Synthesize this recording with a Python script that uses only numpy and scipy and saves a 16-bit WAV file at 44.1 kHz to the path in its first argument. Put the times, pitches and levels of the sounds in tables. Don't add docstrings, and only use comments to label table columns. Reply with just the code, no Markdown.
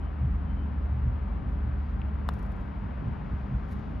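import sys
import numpy as np
from scipy import signal
from scipy.fft import rfft, irfft
from scipy.io import wavfile
from scipy.ndimage import uniform_filter1d

SR = 44100
rng = np.random.default_rng(int(sys.argv[2]) if len(sys.argv) > 2 else 0)


def file_out(sig):
    cols = np.atleast_2d(sig).T
    lim = np.clip(cols, -1, 1)
    pcm = np.round(lim * 32767).astype(np.int16)
    wavfile.write(sys.argv[1], SR, pcm)


N = 176400
PUTT_S = 2.28911
ROAD_PAN_DB = 6

# (frequency [Hz], relative level [dB])
OUTDOOR_SPECTRUM = [(100, -11), (300, 0), (550, 3), (1000, 3), (1500, -2.5), (2200, -10.5), (3000, -17.5),
                    (3700, -24.5), (5000, -33.5), (6500, -45.5), (8500, -62), (11800, -46.5),
                    (15000, -59.5)]
# (frequency [Hz], relative level [dB])
TURF_SPECTRUM = [(1500, -4.5), (4000, 2), (6500, 0), (8500, -6.5), (10500, 0.5), (12500, 0.5), (14000, -6),
                 (16000, -17.5)]


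def undb(db):
    return 10 ** (np.asarray(db) / 20)


def times():
    return np.arange(N) / SR


def curve(rows, column=1):
    rows = np.array(rows)
    return np.interp(times(), rows[:, 0], rows[:, column])


def per_bin(points):
    hz, value = np.array(points).T
    return np.interp(np.log(np.fft.rfftfreq(N, 1 / SR) + 1), np.log(hz), value)


def noise(spectrum):
    shaped = irfft(rfft(rng.standard_normal(N)) * undb(per_bin(spectrum)), N)
    return shaped / shaped.std()


def wide_noise(spectrum, correlation, left_lead=0):
    mid = rfft(noise(spectrum)) * np.sqrt((1 + correlation) / 2)
    side = rfft(noise(spectrum)) * np.sqrt((1 - correlation) / 2)
    return irfft(np.array([(mid + side) * np.exp(1j * left_lead), mid - side]), N)


def drift(per_s):
    hold = int(SR / per_s)
    steps = np.repeat(rng.standard_normal(N // hold + 1), hold)
    smooth = uniform_filter1d(uniform_filter1d(steps, hold), hold)[:N]
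    return (smooth - smooth.mean()) / smooth.std()


def tone(hz, wander, per_s=9):
    pitch_hz = hz * (1 + wander * drift(per_s))
    return np.sqrt(2) * np.sin(2 * np.pi * np.cumsum(pitch_hz) / SR)


def pan(db):
    return undb(np.array([[db], [-db]]) / 2)


def fade(start, t60):
    age = times() - start
    return (age >= 0) * np.exp(-np.log(1000) * np.clip(age / t60, 0, 10))


def swell(peak_s, rise_s, decay_s):
    age = times() - peak_s
    return np.exp(-np.minimum(np.where(age < 0, (age / rise_s) ** 2, age / decay_s), 20))


def traffic():
    # (frequency [Hz], relative level [dB])
    rumble_spectrum = [(20, -29), (35, -23.5), (43, -10), (50, -7), (60, -6), (85, -8), (130, -12),
                       (180, -14), (230, -14.5), (320, -25), (500, -42.5), (3500, -120)]
    # (time [s], level [dB])
    rumble_levels = [(0, -36), (2.4, -35.5), (2.88, -37), (2.97, -39.5), (3.08, -35.5), (3.3, -35),
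                     (3.42, -35.5), (3.52, -35), (4, -35.5)]
    # (frequency [Hz], left-right correlation)
    rumble_correlation = [(50, 1), (90, 0.95), (150, 0.79), (230, 0.5), (400, .2)]
    rumble = wide_noise(rumble_spectrum, per_bin(rumble_correlation))
    rumble *= undb(curve(rumble_levels) + 1.3 * drift(9))
    # (time [s], level [dB])
    tyre_levels = [(0, -49), (1.6, -49), (2.6, -48), (4, -47.5)]
    # (frequency [Hz], left-right correlation)
    tyre_correlation = [(200, 0.96), (500, 0.14), (800, 0.45), (1200, .6), (2000, .8), (4000, .92),
                        (10000, 0.88)]
    # (frequency [Hz], left lead [rad])
    tyre_phase = [(300, -0.32), (450, .7), (700, -1.3), (1200, -1.3), (1700, -0.47), (2400, 0)]
    tyres = wide_noise(OUTDOOR_SPECTRUM, per_bin(tyre_correlation), per_bin(tyre_phase))
    tyres *= undb(curve(tyre_levels) + .3 * drift(3.7))
    return rumble * pan(.75) + tyres * pan(ROAD_PAN_DB)


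def brakes():
    # (start [s], length [s], level [dB])
    squeaks = [(0.017, 0.064, -72), (0.464, 0.066, -70.3), (0.56, .06, -69.5)]
    attack_s, release_s = .01, .022
    t, envelope = times(), 0
    for start, length, db in squeaks:
        attack = np.clip((t - start) / attack_s, 0, 1)
        release = np.exp(-np.clip((t - start - length) / release_s, 0, 20))
        envelope = np.maximum(envelope, undb(db) * attack * release)
    return envelope * undb(2.5 * drift(80)) * tone(hz=3066, wander=.0022, per_s=60) * pan(ROAD_PAN_DB)


def engines():
    # (time [s], pitch [Hz], level [dB])
    drone_course = [(0, 72.47, -31), (.7, 71.7, -32.5), (1.35, 70.94, -31.5), (1.85, 71.5, -37),
                    (2.1, 70.15, -29.5), (2.3, 69.82, -33.5), (2.45, 69.37, -45), (4, 64.98, -43.5)]
    # (time [s], level [dB])
    deep_levels = [(0, -39), (1.2, -36), (2.3, -38.5), (2.9, -43), (4, -47)]
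    # (pitch [Hz], level [dB])
    hums = [(156, -53.5), (199.3, -48), (285, -59), (414.3, -62)]
    drone = tone(curve(drone_course), wander=.008)
    drone *= undb(curve(drone_course, column=2) + 2.5 * drift(5.666))
    deep = tone(hz=50.02, wander=.0595)
    beat_db = 4 * tone(hz=3.6, wander=.16)
    deep *= undb(curve(deep_levels) + beat_db)
    return drone + deep + sum(tone(hz, wander=.0061) * undb(db + 1.8 * drift(8)) for hz, db in hums)


def hiss():
    # (frequency [Hz], relative level [dB])
    spectrum = [(1500, -5.5), (3500, 1), (5000, -2), (6500, -7), (8500, -22), (11000, -16.5),
                (15000, -33.5)]
    # (time [s], level [dB])
    levels = [(0, -89.5), (2.9, -87), (3.4, -77.5), (3.55, -78), (3.8, -73.5), (4, -80)]
    return wide_noise(spectrum, correlation=.57) * undb(curve(levels)) * pan(3.5)


def bumps():
    # (time [s], level [dB], half length [s], pitch [Hz])
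    buffets = [(0.25, -26.5, 0.034, 120.8), (0.326, -26.5, 0.031, 52.05), (0.964, -30.5, 0.053, 116),
               (1.085, -31, 0.038, 120), (1.504, -30, 0.033, 49), (1.671, -31.5, 0.026, 122.3),
               (2.36, -34.5, 0.035, 114.9), (2.615, -33.5, 0.039, 52), (3.082, -33.5, .03, 110.3),
               (3.344, -26, 0.028, 63.9), (3.533, -29.5, 0.03, 123), (3.555, -27.5, 0.034, 56)]
    # (frequency [Hz], relative level [dB])
    thud_spectrum = [(20, -23.5), (45, -1), (70, 2), (100, -4), (165, -8.5), (230, -15), (400, -35.5),
                     (3000, -120)]
    thud = undb(-7) * noise(thud_spectrum)
    return sum(undb(db) * swell(peak, half, half) * (thud + tone(hz, wander=.09, per_s=110))
               for peak, db, half, hz in buffets)


def turf_grain():
    return undb(2 * drift(1500)) * wide_noise(TURF_SPECTRUM, correlation=.93)


def shoes():
    # (time [s], level [dB], rise [s], decay [s])
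    scuffs = [(1.515, -81, 0.035, 0.034), (3.32, -88, 0.022, .02), (3.69, -73, .007, .018),
              (3.722, -66.5, 0.011, .019), (3.794, -71, 0.0012, 0.0035)]
    envelope = sum(undb(db) * swell(peak, rise, decay) for peak, db, rise, decay in scuffs)
    grit = undb(1.5 * drift(600))
    return envelope * grit * turf_grain()


def sleeves():
    # (frequency [Hz], relative level [dB])
    spectrum = [(1500, -12), (3200, -4), (4100, 0), (5000, -8.5), (6500, -15), (8500, -33), (15000, -40)]
    envelope = undb(-74 + 2.5 * drift(90)) * swell(peak_s=1.92, rise_s=.11, decay_s=.035)
    return envelope * wide_noise(spectrum, correlation=.8) * pan(4)


def tick():
    peak_s, half_s, hz = 2.0175, .00043, 2650
    cycles = np.cos(2 * np.pi * hz * (times() - peak_s))
    return undb(-36) * swell(peak_s, half_s, half_s) * cycles * pan(5)


def rolling_ball():
    # (time [s], level [dB])
    landings = [(2.339, -64), (2.392, -65.5), (2.429, -67.5), (2.465, -75), (2.521, -70), (2.563, -73),
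                (2.609, -76), (2.658, -83)]
    roll_db, fade_db_per_s = -77, 33
    age = times() - PUTT_S
    roll = (age > 0) * undb(roll_db - fade_db_per_s * np.maximum(age, 0) + 2 * drift(120))
    skips = sum(undb(db) * swell(peak, rise_s=.003, decay_s=.0036) for peak, db in landings)
    return (roll + skips) * turf_grain()


def knock():
    contact_s, centre_hz, width_hz = .00084, 1210, 1100
    low_cut_hz = 560
    force = np.sin(np.pi * np.clip((times() - PUTT_S) / contact_s, 0, 1)) ** 2
    pulse = signal.lfilter(*signal.iirpeak(centre_hz, centre_hz / width_hz, fs=SR), -np.gradient(force))
    pulse = signal.lfilter(*signal.butter(1, low_cut_hz, "highpass", fs=SR), pulse)
    return pulse / np.abs(pulse).max()


def putt():
    # (frequency [Hz], level [dB], t60 [s])
    modes = [(725, -40.5, 0.03), (990, -39, 0.022), (1690, -33.5, 0.013), (2930, -41, .014),
             (3574, -34.5, 0.009), (3900, -39.5, .008), (4500, -53, 0.015), (5230, -49, 0.017),
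             (6350, -56, 0.014), (7540, -43, 0.0088), (10150, -55, 0.013), (12700, -58, .011),
             (15200, -49, .006)]
    # (frequency [Hz], relative level [dB])
    crack_spectrum = [(2000, -20), (5000, -10), (7500, 1), (9000, -2), (11000, 0), (15000, 0), (17000, -8)]
    pan_db, hollow_hz, hollow_width_hz = 5.5, 2320, 350
    ring_start_s, ground_lag_s, wall_lag_s = PUTT_S + .00024, .0019, .0088
    direct = undb(-18.8) * knock() * pan(pan_db)
    for hz, db, t60 in modes:
        ring = undb(db) * fade(ring_start_s, t60) * np.sin(2 * np.pi * hz * (times() - ring_start_s))
        direct += ring * pan(pan_db if hz < 6000 else 0)
    direct += undb(-39.5) * fade(PUTT_S, t60=.0035) * noise(crack_spectrum)
    direct = signal.lfilter(*signal.iirnotch(hollow_hz, hollow_hz / hollow_width_hz, fs=SR), direct)
    ground = undb(-21) * np.roll(direct, int(ground_lag_s * SR), axis=1)
    wall = undb(-25) * np.roll(direct[::-1], int(wall_lag_s * SR), axis=1)
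    diffuse = np.array([noise(OUTDOOR_SPECTRUM), noise(OUTDOOR_SPECTRUM)])
    tail = undb(-43) * fade(PUTT_S, t60=.07) * diffuse
    return direct + ground + wall + tail


def scene():
    green = putt() + rolling_ball() + shoes() + sleeves() + tick()
    return green + traffic() + hiss() + engines() + brakes() + bumps()


def record(dry):
    # (frequency [Hz], left lead [rad])
    port_phase = [(1900, 0), (3000, 0.4), (5300, -0.8), (6000, 1.5), (7200, -1), (8600, -5.5), (9400, 1),
                  (10800, 0.9), (12000, 1), (14000, -2.5)]
    top_hz = 16600
    lead = np.array([[.5], [-.5]]) * per_bin(port_phase)
    ported = irfft(rfft(dry) * np.exp(1j * lead), N)
    return signal.sosfilt(signal.ellip(8, .2, 70, top_hz, fs=SR, output="sos"), ported)


dry = scene()
out = record(dry)
file_out(out)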